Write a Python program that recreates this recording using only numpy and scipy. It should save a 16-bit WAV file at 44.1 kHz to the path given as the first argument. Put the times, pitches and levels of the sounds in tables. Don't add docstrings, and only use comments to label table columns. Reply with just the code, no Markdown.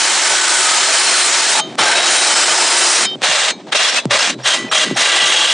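import sys
import numpy as np
from scipy import signal
from scipy.fft import rfft, irfft, next_fast_len
from scipy.io import wavfile
from scipy.ndimage import uniform_filter1d, minimum_filter1d

SR = 44100
rng = np.random.default_rng(int(sys.argv[2]) if len(sys.argv) > 2 else 0)


def amplitude_ratio(level_db):
    exponent = np.asarray(level_db, float) / 20
    return 10 ** exponent


def file_out(sig):
    cols = np.atleast_2d(sig).T
    lim = np.clip(cols, -1, 1)
    pcm = np.round(lim * 32767).astype(np.int16)
    wavfile.write(sys.argv[1], SR, pcm)


N = 243860
SIZE = next_fast_len(N + 4096)
HZ = np.maximum(np.arange(SIZE // 2 + 1) * SR / SIZE, 1)
TIME = np.arange(N) / SR
MOVE_S, TAB_LOOSE_S = 3.158, 4.4


def rms_one(x):
    return x / np.sqrt(np.mean(x ** 2) + 1e-20)


def at_hz(points, hz):
    point_hz, point_db = np.transpose(points)
    return np.interp(np.log(hz), np.log(point_hz), point_db)


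def band_db(points, low_hz, high_hz):
    return 10 * np.log10(np.sum(amplitude_ratio(at_hz(points, np.arange(low_hz, high_hz))) ** 2))


def drift(rate_hz):
    r = np.exp(-80 * np.pi * rate_hz / SR)
    noise = rng.standard_normal(N // 40 + 2002)
    slow = signal.lfilter([1], [1, -2 * r, r * r], noise)[2000:]
    return np.interp(np.arange(N) / 40, np.arange(len(slow)), rms_one(slow))


# (start t/s, end t/s, level/dB)
RUMBLE_SWELLS = [(1.6, 1.768, -31), (1.8, 3.0, -46), (3.028, 3.167, -32.5), (3.516, 3.706, -36),
                 (3.928, 4.142, -40.5), (4.266, 4.374, -29), (4.604, 4.659, -27.5), (4.87, 4.926, -23),
                 (5.213, 5.236, -43.5)]
SWELL_RISE_DB_S, SWELL_FALL_DB_S = 263, 310
FLOOR_FAR_DB, FLOOR_NEAR_DB = -53.5, -76


def rumble_swells():
    levels = [np.where(TIME > MOVE_S, FLOOR_NEAR_DB, FLOOR_FAR_DB)]
    for start, end, db in RUMBLE_SWELLS:
        rise = SWELL_RISE_DB_S * np.maximum(start - TIME, 0)
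        fall = SWELL_FALL_DB_S * np.maximum(TIME - end, 0)
        levels.append(db - rise - fall)
    return np.max(levels, axis=0)


# (f/Hz, level/dB per Hz)
RUMBLE_COLOUR = [(59, -36), (100, -16.5), (199, 1), (383, 0.5), (428, -5.5), (479, -12.5), (600, -12.5),
                 (780, -53), (1320, -120)]


def rumble(lumpy_db):
    steepen_db = 18 * np.maximum(np.log2(HZ / 600), 0)
    colour = amplitude_ratio(at_hz(RUMBLE_COLOUR, HZ) - steepen_db)
    noise = rms_one(irfft(rfft(rng.standard_normal(N), SIZE) * colour, SIZE)[:N])
    return noise * amplitude_ratio(rumble_swells() + lumpy_db * drift(14))


# (t/s, peak level/dB, pulse width/ms, crack level/dB rel.)
KNOCKS = [(1.755, -18, .15, 2), (3.156, -14, 1.6, -12), (3.219, -5.5, .15, -1), (3.673, -21.5, .8, -3),
          (4.0549, 1.5, 2.4, -1), (4.398, -24, .5, -4), (4.034, -24, .4, 0), (4.683, -25, .2, 3),
          (4.415, -28, .3, 2), (4.405, -32, .15, 3), (4.7, -31, .2, 3), (3.692, -33, .15, 3),
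          (4.911, -5, 1.8, -34), (3.285, -17, 2.2, -30), (5.225, -18, 2.2, -30), (1.795, -13, 2.2, -30)]


def knocks():
    out, t = np.zeros(N), np.arange(1500) / SR
    for start, db, width_ms, crack_db in KNOCKS:
        rise_s = width_ms / 4000
        push = np.e * t / rise_s * np.exp(-t / rise_s)
        debris = .12 * rng.standard_normal(len(t)) * np.exp(-t / .0015)
        crack = amplitude_ratio(crack_db) * (np.exp(-t / 1e-4) + debris)
        out[round(start * SR):][:len(t)] += amplitude_ratio(db) * (push + crack)
    return out


# (f/Hz, level/dB, t60/s)
BAR_NOTCHED = [(1233, -13, .29), (775, -16, .3), (3117, 1, .27), (3704, -6, .33), (4032, -13, .3),
               (4377, -15, .18), (4764, -20, .2), (5170, -15, .1), (6444, -7, .21), (646, -14, .5)]
BAR_DEEP_CUT = [(1357, -14, .23), (2353, 0, .11), (3117, -1, 1.5), (3413, -9, .15), (3704, -2, .5),
                (4382, -6, .18), (4775, -8, .2), (5173, 1, .17), (4040, -4, .08)]
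TAB_WHOLE = [(2320, -11, .23), (3763, -6, .22), (4172, 0, .14), (6412, -6, .14), (4500, 0, .07),
             (3100, -6, .08), (7600, -4, .05)]
TAB_NOTCHED = [(2600, 0, .08), (3450, 0, .13), (3850, -10, .25)]
TAB_HALF_CUT = [(3790, 0, .08), (3941, -9, .2), (6040, -3, .06), (7600, -4, .05)]
TAB_LOOSE = [(1066, -8, .5), (1976, 0, .8), (2799, -13, .3), (2480, -11, .4), (3400, -11, .3),
             (6900, -15, .3), (3080, -2, .7), (6363, -4, .3), (7187, -10, .35), (1500, -10, .3),
             (4250, -10, .2), (5250, -11, .2), (7750, -12, .25)]
# (start t/s, damped t/s, level/dB, modes)
RING_ON = [
    (1.593, 1.755, -16, BAR_NOTCHED),
    (3.042, 3.156, -16.5, BAR_DEEP_CUT),
    (3.5, 3.7, -18.5, TAB_WHOLE),
    (3.98, 4.05, -16, TAB_NOTCHED),
    (4.31, 4.39, -19.5, TAB_HALF_CUT),
    (4.57, 4.695, -23, TAB_LOOSE),
    (4.845, 4.95, -26.5, TAB_LOOSE),
]


def rings():
    out = np.zeros(N)
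    for start, stop, db, modes in RING_ON:
        t = np.arange(round((stop - start) * SR)) / SR
        gate = np.clip(t / .018, 0, 1) * np.clip((t[-1] - t) / .004, 0, 1)
        for hz, mode_db, t60 in modes:
            beat = 1 + .12 * np.sin(2 * np.pi * (rng.uniform(18.8, 60) * t + rng.random()))
            tone = np.sin(2 * np.pi * (hz * t + rng.random())) * beat
            out[round(start * SR):][:len(t)] += gate * tone * amplitude_ratio(db + mode_db - 60 * t / t60)
    return out


def glides(rows):
    out = np.zeros(N)
    for start, length, from_hz, to_hz, width_hz, db in rows:
        i = round(start * SR)
        size = min(round(length * SR), N - i)
        r = np.exp(-np.pi * width_hz / SR)
        draw = rng.standard_normal((2, 2 * SR))
        wander = signal.lfilter([1], [1, -2 * r, r * r], draw[0] + 1j * draw[1])[4000:][:size]
        phase = 2 * np.pi * np.cumsum(np.linspace(from_hz, to_hz, size)) / SR
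        tone = rms_one(np.real(wander * np.exp(1j * phase)))
        hump = signal.windows.tukey(round(length * SR), .6)[:size]
        out[i:i + size] += amplitude_ratio(db) * tone * hump
    return out


# (t/s, length/s, from f/Hz, to f/Hz, level/dB)
HUM = [(0, 1.6, 375, 362, -38), (2.0, 1.05, 380, 345, -38), (5.0, .53, 385, 395, -39),
       (5.0, .53, 325, 330, -40), (5.1, .43, 860, 860, -34), (4.28, .2, 130, 120, -37),
       (1.61, .16, 115, 115, -44), (4.58, .17, 125, 115, -39), (5.0, .7, 490, 490, -39),
       (5.0, .7, 680, 680, -38), (5.0, .7, 1170, 1170, -35)]


def motor():
    rows = [(s, length, from_hz, to_hz, 15, db) for s, length, from_hz, to_hz, db in HUM]
    return amplitude_ratio(-0.9) * glides(rows)


STROKES_HZ, STROKE_PEAK_S = 48.5, 4.98


def strokes():
    turn = 2 * np.pi * STROKES_HZ * (TIME - STROKE_PEAK_S)
    return (np.cos(turn) + 1.1 * np.cos(2 * turn + 4.0)) * (TIME > TAB_LOOSE_S)


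# (t/s, length/s, start f/Hz, level/dB)
SQUEALS = [(.3, .6, 7920, -27), (.45, .3, 9430, -25), (.6, .6, 5190, -30), (.9, .45, 9220, -23),
           (2.05, .25, 9050, -23), (2.05, 1.1, 5300, -24), (2.3, .2, 7800, -22), (2.45, .6, 7700, -28),
           (2.62, .43, 9210, -24)]
SAG_HZ_S, SECOND_CUT_S, SECOND_SAG_HZ_S = 800, 1.7, 430
# (t/s, length/s, f/Hz, level/dB)
CATCHES = [(.2, .5, 1500, -26), (.7, .65, 4215, -27), (1.58, .035, 880, -17), (1.8, .2, 1565, -20),
           (1.8, .15, 865, -24), (1.91, .13, 675, -22), (1.8, .55, 3840, -24), (3.76, .03, 5560, -24),
           (3.825, .025, 5560, -24), (3.88, .04, 5560, -21), (3.77, .04, 3400, -22), (3.83, .05, 3377, -20),
           (3.955, .05, 2600, -18), (4.11, .06, 560, -21), (4.393, .013, 1600, -35),
           (4.426, .018, 5600, -33), (4.684, .012, 2500, -34), (4.693, .02, 5600, -31),
           (4.72, .05, 3850, -21), (4.94, .02, 5600, -33), (4.955, .03, 740, -22), (.55, .42, 1270, -25),
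           (1.05, .06, 4100, -22), (1.45, .04, 4200, -22), (2.75, .3, 5680, -26), (2.75, .3, 6620, -27),
           (3.93, .03, 5560, -25), (4.22, .03, 4800, -24), (4.19, .03, 5300, -25), (4.96, .4, 1970, -25),
           (4.95, .9, 3290, -25), (4.95, .9, 2830, -28), (4.73, .11, 1976, -25), (5.0, .3, 1620, -28)]
# (t/s, length/s, f/Hz, level/dB)
ROARS = [(4.44, .13, 3150, -19), (4.712, .021, 1360, -15.5), (4.705, .165, 3250, -17.5),
         (4.92, .9, 3300, -20), (4.92, .9, 2900, -23), (2.75, .3, 6100, -26)]
CATCH_WIDTH_HZ, ROAR_WIDTH_HZ = 70, 380


def squeals():
    rows = []
    for s, length, hz, db in SQUEALS:
        sag_hz_s = SECOND_SAG_HZ_S if s > SECOND_CUT_S else SAG_HZ_S
        rows.append((s, length, hz, hz - length * sag_hz_s, .036 * hz, db))
    for table, width_hz in ((CATCHES, CATCH_WIDTH_HZ), (ROARS, ROAR_WIDTH_HZ)):
        rows += [(s, length, hz, hz, width_hz, db) for s, length, hz, db in table]
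    return amplitude_ratio(2.1 * strokes()) * glides(rows)


# (f/Hz, side minus mid level/dB)
WIDTH = [(60, -10), (110, -29), (190, -6), (330, -24.5), (580, -33), (1030, -45), (1820, -11),
         (3220, -16.5), (5690, -39.5), (10000, -19)]
WIDE_START_S, WIDE_END_S = 3.1, 4.15


def reflection(x):
    delay = np.exp(-2j * np.pi * HZ * 0.005)
    late = irfft(rfft(x, SIZE) * amplitude_ratio(at_hz(WIDTH, HZ) - 8.0) * delay, SIZE)[:N]
    wide = (TIME > WIDE_START_S) & (TIME < WIDE_END_S)
    return late * np.where(wide, amplitude_ratio(-1), amplitude_ratio(-27.5))


SPREAD_S = [0, 1.7, 3.1, 3.7, 4.06, 4.4]


def spread_stage():
    return np.searchsorted(SPREAD_S, TIME, side="right") - 1


# (side level/dB rel. at 7 kHz, loss/dB per octave down)
SPREAD = [(-7, -0.5), (-8, 6), (-8, 0.5), (-3.5, 3.5), (-3.5, 2.5), (-17.5, 3.5)]


def spread_db(hz):
    levels = [db - loss * max(np.log2(7000 / hz), 0) for db, loss in SPREAD]
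    return np.array(levels)[spread_stage()]


# (lowest peak f/Hz, spacing f/Hz, smooth above f/Hz)
SPREAD_COMB = [(1730, 390, 7000), (5470, 480, 11000), (1310, 340, 5000), (1300, 330, 2000),
               (2700, 400, 9000), (2600, 400, 1000)]


def spread_noise():
    white, stage, out = rfft(rng.standard_normal(N), SIZE), spread_stage(), 0
    for k, (lowest, spacing, smooth) in enumerate(SPREAD_COMB):
        offset = np.pi * (HZ - lowest) / spacing
        comb = np.cos(2 * offset) + .5 * np.cos(.77 * offset) - .6
        comb = np.clip(comb + 1.6 * (HZ / smooth) ** 2, 0, 1) * (HZ > lowest - spacing / 2)
        out = out + irfft(white * comb, SIZE)[:N] * (stage == k)
    return out


YARD_DB, YARD_RATTLE_DB, YARD_HISS_DB = -48.5, 10.5, -6


def yard():
    return np.ones((3, N)) * [[YARD_DB], [YARD_RATTLE_DB], [YARD_HISS_DB]]


# (start t/s, lifted t/s)
COASTS = [(1.6, 1.755), (3.06, 3.158), (3.5, 3.668), (3.6, 3.618), (3.668, 3.705), (3.99, 4.052),
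          (4.3, 4.345), (4.39, 4.425), (4.437, 4.46), (4.55, 4.71), (4.84, 4.96)]
# (rasp level/dB, fade/dB per s)
COAST_TONE = [(-36, 12), (-32, 88), (-40, 108), (-42.5, 50), (-39, 40), (-33, 70), (-20.5, 205),
              (-37.5, 30), (-29, -100), (-18.5, 148), (-21.5, 89)]
COAST_FAINT_DB, COAST_RATTLE_DB, COAST_HISS_DB = -38, 10.5, -15
COAST_LOUD_DB, LOUD_RATTLE_DB, LOUD_HISS_DB = -29, -18, -12


def coasts():
    layers = []
    for (start, lifted), (db, fade) in zip(COASTS, COAST_TONE):
        level = db - fade * (TIME - start)
        loudness = [COAST_FAINT_DB, COAST_LOUD_DB]
        rattle = np.interp(level, loudness, [COAST_RATTLE_DB, LOUD_RATTLE_DB])
        hiss = np.interp(level, loudness, [COAST_HISS_DB, LOUD_HISS_DB])
        outside_s = np.maximum(np.maximum(start - TIME, TIME - lifted), 0)
        layers.append([level - 3000 * outside_s, rattle, hiss])
    return layers


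# (start t/s, bite/s, stop t/s, let-go/s)
BURSTS = [(-.1, .02, 1.601, .016), (1.774, .014, 2.06, .02), (2.04, .02, 3.052, .024),
          (3.208, .026, 3.505, .034), (3.714, .011, 3.99, .035), (4.096, .014, 4.305, .03),
          (4.432, .026, 4.55, .035), (4.706, .01, 4.845, .02), (4.95, .02, 5.7, .02)]
# (rasp level/dB, sag/dB per s, rattle level/dB rel., hiss level/dB rel.)
BURST_TONE = [(-15, 0, -10.5, 0.5), (-11.5, 13.5, -6, -8.5), (-13.5, 1.5, -6.5, 0), (-12, 11, -5.5, -5),
              (-12, 18, -8, -5), (-11, 27, -5, -4.5), (-13.5, 38, -11, -4), (-17.5, -5, -10.5, -3),
              (-15, 4, -9.5, -5.5)]
BITE_DULL_S, BITE_RATTLE_DB, BITE_HISS_DB = 0.036, 10.5, -15


def cuts():
    layers, stopped = [], -1
    for (start, bite, stop, let_go), (db, sag, rattle_db, hiss_db) in zip(BURSTS, BURST_TONE):
        fresh = np.exp(-np.maximum(TIME - start, 0) / BITE_DULL_S) * (start > stopped)
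        edge = np.minimum(np.minimum((TIME - start) / bite - 1, (stop - TIME) / let_go), 0)
        level = db - sag * np.clip(TIME - start, 0, stop - start) + 30 * edge
        layers.append([level, rattle_db + BITE_RATTLE_DB * fresh, hiss_db + BITE_HISS_DB * fresh])
        stopped = stop
    return layers


# (t/s, level/dB)
SNAGS = [(.212, -0.5), (.288, -2), (.43, -4), (.774, 7), (.929, 4.5), (1.415, -3), (1.801, -2.5),
         (1.851, -3), (1.948, -2), (2.142, -2.5), (2.209, -4), (2.35, -6), (2.451, -4.5), (2.66, -2.5),
         (2.802, -4.5), (2.819, 10), (3.366, -1.5), (3.742, -12), (3.762, 1.5), (3.786, -4), (3.918, -3.5),
         (3.951, -1), (3.967, 3.5), (4.127, -3), (4.184, -4), (4.228, 0), (4.255, -2), (4.477, 4),
         (4.543, 1.5), (4.753, 6.5), (4.777, 2.5), (4.807, 2.5), (4.94, -1), (5.022, 2.5), (5.114, -4.5),
         (5.165, 2.5), (5.196, -4), (5.235, -3), (5.254, -1), (5.27, -0.5), (5.307, 0), (5.468, -3.5)]
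SNAG_WIDTH_S = .006
LABOUR_START_S, LABOUR_END_S, LABOUR_TURN_S, LABOUR_HZ = 3.72, 3.995, 3.792, 15.6
LABOUR_RATTLE_DB, LABOUR_DIP_DB = 5, -5


def contact():
    rasp, rattle, hiss = np.transpose([yard(), *cuts(), *coasts()], (1, 0, 2))
    middle, low, high = [10 * np.log10(np.sum(amplitude_ratio(2 * np.maximum(db, -150)), axis=0))
                         for db in (rasp, rasp + rattle, rasp + hiss)]
    snags = sum(db * np.exp(-((TIME - s) / SNAG_WIDTH_S) ** 2) for s, db in SNAGS)
    turn = 2 * np.pi * LABOUR_HZ * (TIME - LABOUR_TURN_S)
    bound = (TIME > LABOUR_START_S) & (TIME < LABOUR_END_S)
    push = LABOUR_RATTLE_DB * bound * np.tanh(4.2 * np.sin(turn))
    dip = LABOUR_DIP_DB * bound * np.maximum(np.cos(turn), 0) ** 2
    return middle + snags, low - middle + push, high - middle + dip


def teeth(per_s, spread_db):
    sizes = amplitude_ratio(spread_db * np.minimum(rng.exponential(1, N), 4)) * rng.choice([-1, 1], N)
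    return rms_one(sizes * (rng.random(N) < per_s / SR))


# (f/Hz, width/Hz, level/dB rel. rasp)
FAR_MODES = [(913, 43, -21), (1275, 110, -20), (1510, 41, -26), (1910, 540, -18), (2460, 50, -33),
             (3045, 23, -17.5), (3770, 70, -17.5), (4080, 62, -16), (5310, 220, -16), (5540, 41, -26),
             (6850, 75, -19), (7620, 75, -22), (8570, 270, -20.5)]
NEAR_MODES = [(638, 58, -20.5), (1170, 43, -20), (1600, 87, -16.5), (1960, 23, -17.5), (2365, 38, -25),
              (2796, 65, -7.5), (3130, 90, -14), (3430, 120, -32), (3810, 140, -10.5), (4400, 32, -25),
              (4760, 39, -31), (5360, 55, -24.5), (5610, 71, -20.5), (6340, 110, -17), (7350, 80, -28),
              (8300, 250, -22)]
STEEL_WAKES_DB, TAB_TIGHT_DB = -26, -4
CROWD, CROWD_WIDTH_HZ, CROWD_DB, CROWD_FLARE_DB, CROWD_FLARES_PER_S = 26, 90, -24, 5, 16


def steel(level_db, near, swell_db):
    out = 0
    tight_db = TAB_TIGHT_DB * (near & (TIME < TAB_LOOSE_S))
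    drive_db = level_db + np.minimum(level_db - STEEL_WAKES_DB, 0) + tight_db
    for modes, on in ((FAR_MODES, ~near), (NEAR_MODES, near)):
        drive = teeth(9000, spread_db=2.5) * amplitude_ratio(drive_db) * on
        crowd = np.geomspace(700, 9300, CROWD) * rng.uniform(.96, 1.04, CROWD)
        minor = [(hz, CROWD_WIDTH_HZ, CROWD_DB) for hz in crowd]
        for k, (hz, width_hz, db) in enumerate(list(modes) + minor):
            r = np.exp(-np.pi * max(width_hz, 45) / SR)
            main = k < len(modes)
            flares = swell_db * drift(9.2) if main else CROWD_FLARE_DB * drift(CROWD_FLARES_PER_S)
            gain = amplitude_ratio(db + np.clip(flares, -12, 9)) * np.sqrt((1 - r * r) / 2)
            poles = [1, -2 * r * np.cos(2 * np.pi * hz / SR), r * r]
            out = out + signal.lfilter([1, 0, -1], poles, drive * gain + 1e-18)
    return out


# (f/Hz, level/dB per Hz)
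FAR_STEEL = [(180, -45.5), (300, -7.5), (363, -2.5), (426, -6), (886, -5.5), (1060, -7), (1300, -3),
             (3260, -5.5), (5050, -3.5), (9300, -1.5), (9950, -25.5), (12900, -33), (21800, -120)]
NEAR_STEEL = [(180, -16), (300, -21.5), (597, -2.5), (912, -5), (1170, -2), (1350, -2.5), (1590, 1),
              (2580, -0.5), (2810, -3), (3260, 1.5), (4830, -3), (8430, -5.5), (9900, -28), (12900, -39),
              (21800, -120)]


def rasp_colour_db(colour, hz, low, high):
    bass_db = band_db(colour, 430, 1510) - band_db(colour, 1400, 3520)
    treble_db = band_db(colour, 4500, 10000) - band_db(colour, 1300, 4500)
    return at_hz(colour, hz) - band_db(colour, 670, 6150) - low * bass_db - high * treble_db


def blade(patchy_db, chatter_db, grit_db, stroke_db):
    rasp, rattle, hiss = contact()
    near = TIME > MOVE_S
    rasp = rasp + chatter_db * drift(60) + grit_db * drift(200) + stroke_db * strokes()
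    clicks = rfft([teeth(16000, spread_db=-0.5), spread_noise()], SIZE)
    centres_hz = 500 * 2 ** (np.arange(-3, 18) / 4)
    capped_hz = np.minimum(HZ, 500 * 2 ** (17 / 4))
    out = 0
    for hz in centres_hz:
        window = np.maximum(1 - np.abs(4 * np.log2(capped_hz / hz)), 0)
        part = irfft(clicks * window, SIZE)[:, :N]
        low, high = np.clip([np.log2(1500 / hz), np.log2(hz / 3800) * 0.88], 0, 1)
        far_db, near_db = [rasp_colour_db(s, hz, low, high) for s in (FAR_STEEL, NEAR_STEEL)]
        colour_db = np.where(near, near_db, far_db)
        db = rasp + low * rattle + high * hiss + colour_db + patchy_db * drift(20.0)
        out = out + part * amplitude_ratio([db, db + spread_db(hz)])
    return out * np.sqrt(SR / 2) + steel(rasp, near, swell_db=2.2) * [[1], [0]]


def scene():
    rest = rumble(lumpy_db=-2.0) + knocks() + rings() + motor() + squeals()
    mid, side = blade(patchy_db=1.0, chatter_db=1.2, grit_db=0.5, stroke_db=0.1)
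    mid, side = mid + rest, side + reflection(rest)
    return np.array([mid + side, mid - side])


def band_limit(x):
    return signal.sosfilt(signal.butter(12, 10650, fs=SR, output="sos"), x)


def record(dry):
    x = signal.sosfilt(signal.cheby1(10, .5, 118, "high", fs=SR, output="sos"), dry)
    over = np.maximum(np.abs(x).max(axis=0) / .68, 1)
    x = x * uniform_filter1d(minimum_filter1d(1 / over, size=31), size=31)
    x = signal.sosfilt(signal.butter(2, 110, "high", fs=SR, output="sos"), x)
    cliff_db = np.interp(HZ, [10030, 10190, 10300], [0, -24, -80])
    x = irfft(rfft(x, SIZE) * amplitude_ratio(cliff_db), SIZE)[:, :N]
    return band_limit(x)


dry = scene()
out = record(dry)
file_out(out)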